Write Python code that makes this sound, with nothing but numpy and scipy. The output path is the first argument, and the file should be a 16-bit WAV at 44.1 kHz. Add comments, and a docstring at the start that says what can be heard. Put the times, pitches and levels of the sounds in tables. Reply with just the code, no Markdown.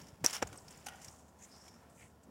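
"""Two wooden nunchaku in an open park, at one small microphone, with a rumble far off. First the sleeves thump
and the chains slide and clink as the sticks are unfolded. From a quarter second in, the held sticks knock dully
amid the loudest clinks. Then the free sticks clack, and the trees echo, most clearly after two bright clacks
near 0.9 s. As the sticks circle, air swishes, the swivels hiss and now and then the sticks tap lightly together
with a tick. A soft thump comes last."""
import sys
import numpy as np
from scipy import signal
from scipy.fft import rfft, irfft, next_fast_len
from scipy.io import wavfile
from scipy.ndimage import map_coordinates

SR = 44100
rng = np.random.default_rng(int(sys.argv[2]) if len(sys.argv) > 2 else 0)


def output_pcm(signal):
    """Save a mono or channel-first signal as 16-bit PCM at the path in sys.argv[1].

    Samples are clipped to [-1, 1] before scaling.
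    """
    pcm = np.clip(np.atleast_2d(signal).T, -1, 1) * 32767
    wavfile.write(sys.argv[1], SR, np.round(pcm).astype(np.int16))


N = 101429  # 2.3 s
TIME = np.arange(N) / SR


def amp(db):
    return 10 ** (np.asarray(db) / 20)


def unit_rms(x):
    return x / np.sqrt(np.mean(x ** 2) + 1e-20)


def envelope(rows):
    """Gain through (time [s], level [dB]) points."""
    return amp(np.interp(TIME, *np.transpose(rows)))


def wobble(rate):
    """A random curve with `rate` knots a second."""
    return map_coordinates(rng.standard_normal(N // 8), [TIME * rate], order=1)


def filtered(x, response):
    """Shape x by a gain that depends on frequency."""
    size = next_fast_len(len(x) + 8192)
    return irfft(rfft(x, size) * response(np.fft.rfftfreq(size, 1 / SR)), size)[:len(x)]


def colour(points):
    """The response through (frequency [Hz], level [dB]) points."""
    hz, db = np.transpose(points)
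    return lambda f: amp(np.interp(np.log(f + 1), np.log(hz), db))


def resonance(hz, width):
    """The response of one resonance, `width` Hz wide."""
    return lambda f: 1j * f * width / (hz * hz - f * f + 1j * f * width)


def noise(response, size=N):
    """Coloured noise of rms 1."""
    return unit_rms(filtered(rng.standard_normal(size), response))


def fade(t, t60):
    return np.exp(-np.log(1000) * t / t60)


def attack(t, rise_s):
    return 1 - np.exp(-t / rise_s)


def add(track, start_s, sound):
    part = track[int(start_s * SR):][:len(sound)]
    part += sound[:len(part)]


def swells(rows, rough_db, steepness):
    """Each movement swells and fades as a rough band of noise."""
    out = np.zeros(N)
    for peak_s, rise, fall, db, hz, width in rows:
        t = TIME - peak_s
        swell = np.exp(-(t / np.where(t < 0, rise, fall)) ** 2 / 2)
        band = noise(lambda f: abs(resonance(hz, width)(f)) ** steepness)
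        out += amp(db) * swell * unit_rms(band * amp(rough_db * wobble(300)))
    return out


# spectrum of the distant rumble (frequency [Hz], level [dB])
RUMBLE_COLOUR = [(15, -39), (25, -9), (137, -4), (216, -2), (371, -11), (500, -9.5), (1010, -12),
                 (1220, -22), (1360, -15), (1590, -26), (1820, -20), (2030, -34.5), (5820, -33),
                 (15800, -36)]
# its drift at the microphone (time [s], level [dB])
RUMBLE_LEVEL = [(0, -58.5), (.2, -62.5), (.6, -58.5), (1.3, -63), (1.9, -61.5), (2.2, -64.5), (2.3, -62.5)]
def distant_rumble():
    """Far across the park lies a low rumble with a faint wavering hum."""
    hum_hz, hum_db = 75.4, -71
    hum_gain = amp(hum_db + 2 * wobble(5.1))
    hum = np.sqrt(2) * np.sin(2 * np.pi * hum_hz * TIME + 0.4 * wobble(4.3))
    return envelope(RUMBLE_LEVEL) * noise(colour(RUMBLE_COLOUR)) + hum_gain * hum


# the sliding chain at the microphone (time [s], level [dB])
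SLIDE_LEVEL = [(0, -56.5), (.04, -63.5), (.2, -74), (.238, -71.5), (.25, -41), (.28, -45.5), (.322, -50.5),
               (.338, -42.5), (.365, -44), (.385, -50), (.41, -60.5), (.44, -66), (.5, -62.5), (.53, -68),
               (.63, -73.5), (.72, -63.5), (.83, -64.5), (.99, -66.5), (1.055, -61.5), (1.15, -73.5),
               (1.3, -80)]
# spectrum of links on wood (frequency [Hz], level [dB])
SLIDE_COLOUR = [(100, -32), (400, -8.5), (1000, -3), (1700, -2), (3000, -3), (4100, -11), (5000, -4),
                (5600, -1), (6200, -9), (7300, -4.5), (8800, -13.5), (9800, -8), (11500, -19.5),
                (15500, -16.5)]
def chain_slide():
    """Links drag over the wood in a fast, uneven run of tiny contacts."""
    grain_db, grains_per_s = 3.5, 740
    scrape = noise(colour(SLIDE_COLOUR))
    grains = amp(grain_db * wobble(grains_per_s))
    return envelope(SLIDE_LEVEL) * unit_rms(scrape * grains)


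# arm movements (peak time [s], rise [s], fall [s], level [dB], pitch [Hz], width [Hz])
THUMPS = [(.01, 0.031, 0.096, -60.5, 164, 156), (.135, 0.026, 0.013, -57, 79, 80),
          (.227, 0.0092, 0.014, -49, 146, 79.5), (.46, 0.037, 0.051, -53.5, 95, 90),
          (.525, 0.012, 0.018, -57, 350, 300), (1.08, 0.01, 0.012, -59, 70, 60),
          (1.265, 0.0125, 0.011, -61, 200, 70), (2.04, 0.021, 0.039, -64.5, 122.6, 80),
          (2.28, .018, 0.047, -59, 190.5, 226.4)]
def sleeve_thumps():
    """Sleeves and moving air reach the microphone as soft, low thumps."""
    return swells(THUMPS, rough_db=0.4, steepness=1.7)


# touches of the chain (time [s], level [dB], pitch [Hz], crack offset [dB])
CLINKS = [(0.0151, -41, 5500, -8), (0.067, -45, 5600, -8), (0.0833, -43.5, 5680, -6),
          (0.2317, -62, 7400, -14.5), (0.241, -36.5, 5770, 4), (.2446, -20.5, 6200, 1),
          (.2450, -22, 7700, -11.5), (0.2473, -20, 5900, -12.5), (.2621, -6, 5780, -12),
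          (.2652, -45, 5900, -20), (0.285, -45, 7000, -4), (0.297, -28.5, 5400, -29.5),
          (0.3074, -33.5, 5550, 3), (0.3299, -27, 5450, -5), (.3340, -36, 6330, -4.5),
          (0.337, -30.5, 6400, 1.5), (0.3442, -28, 5500, -30), (.3520, -30.5, 5500, 0),
          (.3645, -29.5, 5550, -29), (0.4206, -38.5, 7500, 2), (0.4258, -23, 5580, -13.5),
          (0.4269, -29.5, 7200, -8), (0.472, -36, 7160, -4), (0.5267, -49.5, 5500, 3),
          (0.5578, -45, 5580, -3), (0.574, -34.5, 8200, -17), (0.582, -42, 5500, -6.5),
          (0.6804, -39, 5400, -5.5), (0.707, -45.5, 8370, 4), (0.723, -46.5, 5200, -1),
          (0.742, -46, 5200, -14.5), (0.7725, -44, 7130, -4), (.7976, -55, 7070, 5),
          (0.842, -48, 7130, -11.5), (0.862, -38.5, 6150, 2), (.9560, -56.5, 7200, 9.5),
          (1.0166, -47.5, 5600, 5.5), (1.028, -47, 6200, 3), (1.045, -38, 5980, -4),
          (1.0444, -37, 7300, -5), (1.081, -36, 5520, -8), (1.1877, -52, 7160, -1), (1.2812, -63, 6180, 11),
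          (1.3883, -53, 6910, -1), (1.6800, -42, 5290, -4), (1.8966, -53.5, 8280, -2.5),
          (2.2322, -49.5, 7730, -7)]
# modes of a link (frequency [ratio to pitch], level [dB], t60 [s])
LINK_MODES = [(1, 4, 0.0045), (1.075, -17.5, 0.0044), (1.78, -10.5, 0.0042), (2.22, -11.5, 0.0034)]
# spectrum of a link's impact (frequency [Hz], level [dB])
CRACK_COLOUR = [(200, -36), (1500, -4.5), (4000, -11.5), (7000, 2), (10500, -9), (15500, -18.5)]
def chain_clinks():
    """A link cracks and rings briefly; its neighbours jingle after it."""
    light_db, linger_per_db, skid_width_hz = -24, 0.22, 100
    out, t = np.zeros(N), TIME[:SR // 8]
    for start_s, db, pitch, crack_db in CLINKS:
        # light touches ring longer and softer, and skid, which roughens the ring
        linger = 1 + linger_per_db * max(light_db - db, 0)
        skid_step = np.sqrt(2 * np.pi * skid_width_hz * (linger - 1) / SR)
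        skid = skid_step * np.cumsum(rng.standard_normal(len(t)))
        ring = np.zeros(len(t))
        for ratio, level, t60 in LINK_MODES:
            decay = fade(t, t60 * linger if ratio < 1.5 else t60)  # only the low modes linger
            ring += 2 * amp(level) * decay * np.sin(2 * np.pi * pitch * ratio * t + skid)
        jingle = noise(lambda f: resonance(pitch, width=900)(f) ** 2, len(t))
        jingle *= amp(-20) * linger * fade(t, t60=0.035)
        crack = noise(colour(CRACK_COLOUR), len(t))
        crack *= amp(crack_db - 5) * fade(t, t60=0.013 * linger)
        rise = 1 - np.exp(-(t / (0.0008 * linger)) ** 2)
        add(out, start_s, amp(db) / np.sqrt(linger) * (rise * (ring + jingle) + crack))
    return out


# gathered sticks meeting in the hands (time [s], level [dB], pitch [ratio], ring length [ratio])
KNOCKS = [(0.2423, -23.5, 0.67, 0.65), (.2460, -23.5, 0.89, 0.53), (0.2504, -27.5, 1.08, .6),
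          (.2594, -32.5, 0.8, 0.97), (0.4199, -28.5, 1.22, 0.47), (.4250, -16, 1.09, 0.53),
          (0.4284, -22, .97, 0.75)]
# modes of a held stick (frequency [Hz], level [dB], t60 [s])
HELD_STICK_MODES = [(272, -13.5, 0.026), (470, -1.5, 0.026), (760, 2, 0.015), (1075, -9, 0.021),
                    (1394, -2.5, .013), (2000, -10, 0.014), (2510, -18, 0.036)]
def stick_knocks():
    """Held sticks knock; the hands damp the wood at once, and a faint rattle follows."""
    out, t = np.zeros(N), TIME[:SR // 8]
    for start_s, db, ratio, length in KNOCKS:
        ring = sum(amp(level) * fade(t, t60 * length) * np.cos(2 * np.pi * hz * ratio * t)
                   for hz, level, t60 in HELD_STICK_MODES)
        rattle = noise(lambda f: resonance(900, width=2200)(f) ** 2, len(t)) * fade(t, t60=0.05)
        add(out, start_s, amp(db) * (ring * attack(t, rise_s=0.0004) + amp(-21) * rattle))
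    return out


# free sticks striking each other (time [s], level [dB], t60 [s])
CLACKS = [(.3520, -40.5, 0.029), (.3645, -44, .04), (0.5282, -51, 0.062), (.8660, -36, 0.04),
          (.8843, -39.5, 0.038), (2.009, -56, .015)]
# resonances of a free stick (frequency [Hz], width [Hz], level [dB])
FREE_STICK_MODES = [(777, 69, 1), (1452, 59, -1.5), (1887, 31, -5.5), (2330, 180, -12), (2940, 370, -10),
                    (3970, 72, -16), (4800, 350, -14.5), (6050, 730, -11), (9350, 1800, -16)]
# colour of the echo from the trees (frequency [Hz], level [dB])
TREE_COLOUR = [(300, 8), (800, 2.5), (1500, 2.5), (3300, -2), (5000, -10), (14000, -9.5)]
def stick_clacks():
    """Free sticks clack straight to the microphone; the trees farther off send back a faint echo."""
    def wood(f):
        power = sum(abs(amp(db) * resonance(hz, width)(f)) ** 2 for hz, width, db in FREE_STICK_MODES)
        return np.sqrt(power)

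    out, t = np.zeros(N), TIME[:SR // 2]
    for start_s, db, t60 in CLACKS:
        direct = noise(wood, len(t)) * fade(t, t60) * attack(t, rise_s=0.00051)
        echo = noise(lambda f: wood(f) * colour(TREE_COLOUR)(f), len(t))
        echo *= amp(-15) * fade(t, t60=0.53) * attack(t, rise_s=0.015)
        add(out, start_s, amp(db) * (direct + echo))
    return out


# passes of the sticks (peak time [s], rise [s], fall [s], level [dB], pitch [Hz], width [Hz])
SWISHES = [(.53, 0.09, 0.052, -61, 694, 680), (1.08, 0.081, 0.14, -67.5, 850, 570),
           (1.44, 0.025, 0.041, -68.5, 2220, 1490), (1.65, 0.21, 0.23, -66.5, 690, 1330),
           (2.008, 0.021, 0.044, -65, 2180, 880)]
def air_swishes():
    """Air rushes past the swinging sticks."""
    return swells(SWISHES, rough_db=3.6, steepness=1.76)


# turns of the swivels (peak time [s], rise [s], fall [s], level [dB], pitch [Hz], width [Hz])
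SWIVEL_TURNS = [(.57, 0.055, 0.1, -67.5, 7400, 2800), (1.06, 0.055, 0.11, -63, 6900, 3000),
                (1.447, 0.024, 0.0093, -56, 6830, 1400), (1.44, 0.028, 0.067, -68.5, 7600, 5670),
                (1.55, 0.032, 0.023, -63, 5170, 800), (1.62, 0.037, 0.093, -64, 5470, 550),
                (1.624, 0.16, 0.12, -68.5, 7000, 3200), (2.008, 0.0557, 0.058, -65.5, 7500, 3000)]
def swivel_hiss():
    """The swivels hiss as the sticks circle."""
    return swells(SWIVEL_TURNS, rough_db=2.35, steepness=1.66)


# light taps of one stick on another (time [s], level [dB])
TAPS = [(.5287, -50.5), (0.6818, -65), (1.0818, -56), (1.6805, -52.5)]
# modes of that tap (frequency [Hz], level [dB], t60 [s])
TAP_MODES = [(2280, -3.5, 0.031), (3350, -7, 0.027), (3810, -11, 0.037), (4820, -18, 0.027)]
def stick_taps():
    """The sticks tap lightly together with a short, bright tick."""
    out, t = np.zeros(N), TIME[:SR // 8]
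    tick = sum(amp(level) * fade(t, t60) * np.sin(2 * np.pi * hz * t) for hz, level, t60 in TAP_MODES)
    for start_s, db in TAPS:
        add(out, start_s, amp(db) * tick)
    return out


def scene():
    """The nunchaku in front and the park behind, heard in mono from one spot."""
    mix = distant_rumble() + chain_slide() + sleeve_thumps() + chain_clinks() + stick_knocks()
    mix += stick_clacks() + air_swishes() + swivel_hiss() + stick_taps()
    return mix[None]


def record(dry):
    """The small microphone loses the deep bass; nothing passes above the band limit."""
    low_cut_hz, band_limit_hz = 52, 15900
    low_cut = signal.butter(4, low_cut_hz, "highpass", fs=SR, output="sos")
    thin = signal.sosfilt(low_cut, dry[0])
    return filtered(thin, lambda f: f < band_limit_hz)[None]


dry = scene()
out = record(dry)
output_pcm(out)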